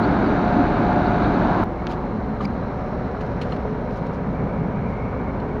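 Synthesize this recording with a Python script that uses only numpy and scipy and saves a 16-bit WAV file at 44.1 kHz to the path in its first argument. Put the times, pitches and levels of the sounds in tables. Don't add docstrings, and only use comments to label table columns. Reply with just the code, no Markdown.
import sys
import numpy as np
from scipy import signal
from scipy.fft import rfft, irfft, next_fast_len
from scipy.io import wavfile

SR = 44100
rng = np.random.default_rng(int(sys.argv[2]) if len(sys.argv) > 2 else 0)


def put_to_file(sound):
    columns = np.atleast_2d(sound).T
    safe = np.clip(columns, -1, 1)
    whole_steps = np.round(safe * 32767)
    wavfile.write(sys.argv[1], SR, whole_steps.astype(np.int16))


N = 246959
TIME = np.arange(N) / SR
CUTOFF_HZ = 15700
SWITCH_S = 1.639
SIDE_CYCLES_PER_S, FRONT_CYCLES_PER_S = 13.26, 13.635
GEAR_MULTIPLE = 54
# [t/s, level/dB, tilt/(dB per octave), crackle of the fibres re level/dB]
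KNOCK_EVENTS = [(2.409, -41.5, -10, -5), (3.208, -44, -2, 1), (3.4138, -37.5, 2, -7),
                (3.417, -35.5, 1, -10), (3.431, -47, -2, -9), (3.5204, -40.5, -5, -18),
                (3.523, -35.5, -8, -22), (5.4, -47, 1, -14)]


def from_db(db):
    return 10 ** (np.asarray(db) / 20)


def rms_one(x):
    return x / np.sqrt(np.mean(x ** 2) + 1e-20)


def coloured(x, spectrum):
    hz, db = np.transpose(spectrum)
    size = next_fast_len(N)
    f = np.maximum(np.fft.rfftfreq(size, 1 / SR), 1)
    ends = np.minimum(np.minimum(f / hz[0], hz[-1] / f), 1) ** 10
    gain = from_db(np.interp(np.log(f), np.log(hz), db)) * ends
    return rms_one(irfft(rfft(x, size) * gain, size)[:N])


def drift(rate):
    knots = rng.standard_normal(N // 20)
    return rms_one(np.interp(TIME * rate, np.arange(len(knots)), knots))


def resonant_noise(hz, width_hz):
    r = np.exp(-np.pi * width_hz / SR)
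    section = [1, 0, -1, 1, -2 * r * np.cos(2 * np.pi * hz / SR), r * r]
    return rms_one(signal.sosfilt([section, section], rng.standard_normal(N)))


def grains(per_s, spread_db):
    sizes = from_db(spread_db * np.minimum(rng.exponential(1, N), 4))
    signs = rng.choice([-1, 1], N)
    clicks = rng.random(N) < per_s / SR
    return rms_one(sizes * signs * clicks)


def swell(s, spread_s):
    return np.exp(-.5 * ((TIME - s) / spread_s) ** 2)


def struck(s, t60):
    attack_s = 0.0003
    onset = np.clip((TIME - s) / attack_s + .5, 0, 1)
    return onset * from_db(-60 * np.clip((TIME - s) / t60, 0, 2))


def stroke(s, rise, fall):
    return np.exp(-np.minimum(((TIME - s) / np.where(TIME < s, rise, fall)) ** 2, 20))


def tones(turns, table, slip, flutter_db):
    out = np.zeros(N)
    angle = 2 * np.pi * (turns + slip * drift(5))
    for multiple, db in table:
        level = from_db(db + flutter_db * drift(7))
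        out += level * np.sin(multiple * angle + rng.uniform(0, 2 * np.pi))
    return np.sqrt(2) * out


def firings(turns, repeat, depth, uneven_db, count=6):
    cylinder, since = np.divmod(turns % 1 * count, 1)
    strengths = from_db(uneven_db * rng.standard_normal(count))
    burst = strengths[cylinder.astype(int)] * (1 + depth * np.exp(-3 * since))
    cycle = rng.standard_normal(int(N / turns[-1]))
    knock = cycle[(turns % 1 * len(cycle)).astype(int)]
    turbulence = rng.standard_normal(N)
    return burst * (np.sqrt(repeat) * knock + np.sqrt(1 - repeat) * turbulence)


def speed_swing():
    # [t/s at the deepest, depth/(cycles per s)]
    sags = [(2.93, 0.089), (4.12, 0.1477), (5.4, .06)]
    spread_s = .18
    rebound_s, rebound_share = .63, .3
    swing = np.zeros(N)
    for s, sag in sags:
        swing += sag * (rebound_share * swell(s + rebound_s, spread_s) - swell(s, spread_s))
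    return swing


def squeaks():
    # [t/s, length/s, f/Hz, level/dB rms before flutter, waver/Hz rms, glide/(Hz per s)]
    squeak_events = [(0.041, 0.026, 4300, -44.5, 170, 9000), (0.268, .025, 4400, -50, 120, 0),
                     (1.07, .012, 4150, -48, 300, 0), (1.25, 0.044, 3950, -47.5, 240, 0),
                     (1.797, 0.032, 2200, -44.5, 14, -1), (1.811, .014, 4200, -55, 98, 0),
                     (1.853, 0.037, 2230, -48, 16, 0), (2.409, 0.012, 1220, -29, 65, 0),
                     (4.35, .08, 2320, -54, 70, 0), (4.78, .08, 2315, -50.5, 70, -0.5),
                     (4.87, .06, 2336, -53, 45, 500), (4.881, .16, 2180, -55, 50, -550),
                     (5.01, .13, 2170, -51, 45, 650), (5.16, .15, 2265, -53.5, 50, 300),
                     (5.28, .08, 2140, -51, 110, 0), (5.3, .1, 2280, -56, 55, -800),
                     (5.52, .12, 2200, -56, 55, 0)]
    flutter, flutters_per_s = 0.33, 70
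    out, waver = np.zeros(N), drift(700)
    for s, length, hz, db, waver_hz, glide in squeak_events:
        rub = stroke(s, length / 2, length / 2)
        pitch = hz + waver_hz * waver + glide * np.clip(TIME - s, -length, length)
        out += from_db(db) * rub * np.sin(2 * np.pi * np.cumsum(pitch) / SR)
    return np.sqrt(2) * out * (1 + flutter * drift(flutters_per_s))


def scrape():
    # [f/Hz, width of each pass/Hz, level/dB rms at the peak]
    screech_bands = [(2240, 390, -38), (4850, 560, -40.5), (10900, 1300, -62)]
    screech = sum(from_db(db) * resonant_noise(hz, width) for hz, width, db in screech_bands)
    return stroke(2.456, rise=0.0063, fall=0.0014) * screech


def trough():
    # [f/Hz, t60/s, relative level/dB]
    modes = [(1230, .025, -3), (1700, 0.036, -1), (2220, 0.024, -7), (2500, .02, -9), (2780, .035, -7),
             (2970, 0.038, -1.5), (3180, .035, -5.5), (3560, 0.017, -9), (3950, .02, -9),
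             (4190, 0.034, -2.5), (5350, .025, -17), (5700, .025, -15), (7400, .06, -23), (8450, .04, -22),
             (12500, .03, -32)]
    pivot_hz, spread_db = 3000, 1.2
    contact_s = .0004
    out = np.zeros(N)
    hz, t60, mode_db = np.transpose(modes)
    since = TIME[:SR // 10, None]
    press = np.minimum(since / contact_s, 1)
    rings = press * from_db(-60 * since / t60) * np.sin(2 * np.pi * hz * since)
    for s, db, tilt_db, _ in KNOCK_EVENTS:
        chance_db = spread_db * rng.standard_normal(len(hz))
        strengths = from_db(db + mode_db + tilt_db * np.log2(hz / pivot_hz) + chance_db)
        signs = rng.choice([-1, 1], len(hz))
        start = int(s * SR)
        out[start:start + len(since)] += rings @ (strengths * signs)
    return out


def straw():
    # [t/s, level/dB before the low-pass, t60/s, upper edge f/Hz]
    snaps = [(1.8695, -21.5, .006, 7000), (1.8740, -26, .008, 4000), (1.889, -39.5, .008, 13000),
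             (2.3965, -47, .01, 9000), (2.580, -48, .008, 9000), (2.9335, -48, .008, 13000),
             (3.265, -43, .012, 13000), (3.318, -45, .01, 10000), (3.414, -33, .008, 15000),
             (3.519, -43, .006, 15000), (3.5645, -40, .01, 12000), (3.569, -43, .012, 7000),
             (3.7065, -46, .008, 7000), (3.909, -44, .012, 14000), (3.9715, -44, .008, 14000),
             (3.981, -43.5, .009, 14000), (4.028, -40, .012, 3500), (4.069, -45, .008, 9000),
             (4.127, -46, .008, 8000), (5.349, -50, .008, 15000)]
    # [t/s at the loudest, rise/s, fall/s, coarse stalks level/dB, fine husks level/dB]
    pulls = [(1.916, 0.023, 0.028, -43, -60), (2.453, 0.034, 0.004, -47.5, -59),
             (3.525, 0.057, 0.039, -52, -69), (3.925, .02, .03, -61, -66), (3.977, .018, .01, -57, -59),
             (4.069, .012, .01, -54, -65), (4.145, .022, 0.022, -55, -63), (4.9, .02, .04, -61, -70)]
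    # [f/Hz, relative level/dB per Hz]
    husk_spectrum = [(3900, 5), (5500, 2.5), (7000, -3.5), (9000, -13.5), (11300, -15), (12400, -27)]
    # [f/Hz, relative level/dB per Hz]
    stalk_spectrum = [(1000, 3), (2300, 4), (3300, -1.5), (4500, -4), (6000, -13.5), (7800, -16),
                      (11000, -30), (15500, -45)]
    crackle_t60_s = 0.11
    stalks = coloured(grains(per_s=4500, spread_db=3.0), stalk_spectrum)
    husks = coloured(grains(per_s=3500, spread_db=3.2), husk_spectrum)
    crack = coloured(rng.standard_normal(N), stalk_spectrum)
    out = np.zeros(N)
    for s, db, _, crackle_db in KNOCK_EVENTS:
        out += from_db(db + crackle_db) * struck(s, crackle_t60_s) * stalks
    for s, db, t60, edge_hz in snaps:
        dull = signal.butter(2, min(edge_hz, CUTOFF_HZ), fs=SR, output="sos")
        out += signal.sosfilt(dull, from_db(db) * struck(s, t60) * crack)
    for s, rise, fall, stalks_db, husks_db in pulls:
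        out += stroke(s, rise, fall) * (from_db(stalks_db) * stalks + from_db(husks_db) * husks)
    return out


def ringing_panels(panels):
    sway_db, sways_per_s = 2, 6
    out = np.zeros(N)
    for hz, width, db, s, spread in panels:
        level = from_db(db + sway_db * drift(sways_per_s)) * swell(s, spread)
        out += level * resonant_noise(hz, width)
    return out


def machine_front(turns, swing):
    # [multiple of the cycle rate, level/dB rms before trim and flutter]
    engine_orders = [(2, -47.4), (3, -39.6), (4, -44.4), (5, -44.8), (6, -45.1), (8, -45.5), (11, -44.4),
                     (12, -44.2), (14, -46.6), (15, -44.9), (16, -49.2), (17, -44.7), (18, -46.4),
                     (20, -42.2), (21, -50.5)]
    # [multiple of the cycle rate, level/dB rms before trim and flutter]
    shaft_orders = [(4.47, -39.3), (8.55, -43.0), (12.78, -44.7), (15.59, -40.8), (17.84, -44.4),
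                    (19.41, -43.4), (35.66, -46.5), (46.8, -53.0), (68.6, -53.0)]
    # [f/Hz, relative level/dB per Hz]
    rumble_spectrum = [(25, -19), (60, -3.5), (95, -2), (130, -1), (175, 1), (260, -6), (310, -8.5)]
    roar_spectrum = [(310, -7.5), (370, 0.5), (440, -2), (500, -3.5), (570, 0), (660, -4), (950, -6.5),
                     (1080, -9.5), (1250, -10.5), (1500, -13.5), (1900, -21), (2250, -22.5), (2700, -35.5)]
    hiss_spectrum = [(2700, 2), (3400, -3.5), (4200, -2.5), (4800, -11), (5800, -10.5), (6800, -18.5),
                     (9000, -27), (15500, -38)]
    drum_multiple = 31.19
    since = np.maximum(TIME - SWITCH_S, 0)
    rumble_db = -29 + 21.5 * swing + 1.0 * drift(4)
    roar_db = -31.5 + 0.25 * drift(2.92)
    hiss_db = -60 + 1 * swell(3.55, 0.36)
    drum_db = -44.5 + 2 * since + 38.5 * swing
    gear_db = -41.5 - 2 * since
    fired = firings(turns, repeat=0.093, depth=0.27, uneven_db=0.66)
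    rumble = from_db(rumble_db) * coloured(rng.standard_normal(N), rumble_spectrum)
    roar = from_db(roar_db) * coloured(fired, roar_spectrum)
    hiss = from_db(hiss_db) * coloured(grains(per_s=15000, spread_db=3.0), hiss_spectrum)
    engine = from_db(0.5) * tones(turns, engine_orders, slip=0.0018, flutter_db=1.3)
    shafts = from_db(0.5) * tones(turns, shaft_orders, slip=0.0028, flutter_db=0.6)
    drum = from_db(drum_db) * tones(turns, [(drum_multiple, 0)], slip=0.00096, flutter_db=3.5)
    gears = from_db(gear_db) * tones(turns, [(GEAR_MULTIPLE, 0)], slip=.001, flutter_db=2.0)
    return rumble + roar + hiss + engine + shafts + drum + gears


def engine_side(turns):
    # [multiple of the cycle rate, level/dB rms before trim and flutter]
    engine_orders = [(2, -48.7), (3, -38.2), (5, -37.6), (6, -43.2), (8, -33.3), (10, -43.0), (11, -39.5),
                     (13, -42.7), (14, -33.8), (17, -34.5), (18, -38.1), (21, -39.1), (28, -44.7),
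                     (37, -43.2), (44, -46.0), (45, -41.0), (46, -43.7), (47, -40.9), (51, -45.1),
                     (56, -43.7), (58, -45.5), (62, -46.2), (63, -42.6), (65, -42.4), (66, -45.5),
                     (80, -49.4), (108, -49.0)]
    # [multiple of the cycle rate, level/dB rms before trim and flutter]
    shaft_orders = [(2.6, -42.0), (3.95, -43.7), (4.6, -38.0), (7.8, -45.8), (8.48, -44.2), (10.23, -42.0),
                    (12.05, -40.2), (15.35, -41.0), (15.59, -33.0), (17.57, -38.4), (19.4, -35.0),
                    (21.95, -35.6), (22.33, -36.3), (23.12, -40.0), (30.85, -41.0), (31.2, -39.5)]
    # [f/Hz, relative level/dB per Hz]
    roar_spectrum = [(25, -12.5), (60, -9.5), (90, -9.5), (130, -5), (200, -3), (290, -1), (350, -2.5),
                     (460, -11.5), (600, -7), (660, -8.5), (760, -8.5), (880, -8), (1000, -13.5)]
    clatter_spectrum = [(1000, -2), (1180, -1), (1450, 0.5), (1630, -3), (1920, -12.5), (2200, -11),
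                        (2600, -18), (3300, -25), (3850, -20), (4400, -25.0), (5100, -35.5), (6000, -36),
                        (7200, -44.5), (15500, -72)]
    # [f/Hz, width of each pass/Hz, level/dB rms at the peak before sway, t/s at the loudest, spread/s]
    guards = [(280, 31, -24, .58, .05), (284, 42, -26.5, 0.996, 0.058), (970, 250, -31.5, 1.58, .1)]
    body_fired = firings(turns, repeat=0.12, depth=0.34, uneven_db=0.12)
    engine_fired = firings(turns, repeat=.2, depth=0.36, uneven_db=0.0)
    roar = from_db(-20.5) * coloured(body_fired, roar_spectrum)
    clatter = from_db(-30) * coloured(engine_fired, clatter_spectrum)
    engine = from_db(-0.5) * tones(turns, engine_orders, slip=0.00084, flutter_db=2.5)
    shafts = from_db(-0.2) * tones(turns, shaft_orders, slip=0.0031, flutter_db=2.5)
    whine = from_db(-32) * tones(turns, [(GEAR_MULTIPLE, 0)], slip=0.002, flutter_db=2.5)
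    gears = whine * (1 + 0.39 * drift(45))
    rattle = from_db(-37) * resonant_noise(GEAR_MULTIPLE * SIDE_CYCLES_PER_S, width_hz=70)
    return roar + clatter + engine + shafts + gears + rattle + ringing_panels(guards)


def scene():
    # [f/Hz, width of each pass/Hz, level/dB rms at the peak before sway, t/s at the loudest, spread/s]
    header_panels = [(345, 33, -34.5, 1.86, 0.23), (865, 430, -38.5, 1.63, 1), (490, 140, -39, 4.44, 1.2),
                     (213, 70, -31, 2.39, 0.28), (160, 40, -34.5, 4.36, 0.5), (375, 70, -45.5, 3.2, .5),
                     (955, 58, -45.5, 4.74, 1), (1430, 400, -48.5, 3.5, 0.44),
                     (2226, 280, -53.5, 4.95, .85), (4040, 570, -62.5, 2.6, 0.72),
                     (4000, 450, -64, 3.92, 0.14), (5400, 980, -68, 3.3, 0.43)]
    fade_s = .002
    swing = speed_swing()
    base_speed = np.where(TIME < SWITCH_S, SIDE_CYCLES_PER_S, FRONT_CYCLES_PER_S)
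    turns = np.cumsum(base_speed + swing) / SR
    side = engine_side(turns)
    front = machine_front(turns, swing) + ringing_panels(header_panels) + straw() + trough() + scrape()
    moved = np.clip((TIME - SWITCH_S) / fade_s + .5, 0, 1)
    tick = from_db(-38.5) * struck(SWITCH_S, t60=.004) * rng.standard_normal(N)
    return ((1 - moved) * side + moved * front + tick + squeaks())[None]


def record(dry):
    bass_cut = signal.butter(4, 22, "high", fs=SR, output="sos")
    notch = signal.iirnotch(7950, 5, fs=SR)
    top_cut = signal.ellip(10, .1, 80, CUTOFF_HZ, fs=SR, output="sos")
    hiss = from_db(-78.5) * rng.standard_normal(N)
    heard = signal.lfilter(*notch, signal.sosfilt(bass_cut, dry)) + hiss
    return signal.sosfilt(top_cut, heard)


dry = scene()
out = record(dry)
put_to_file(out)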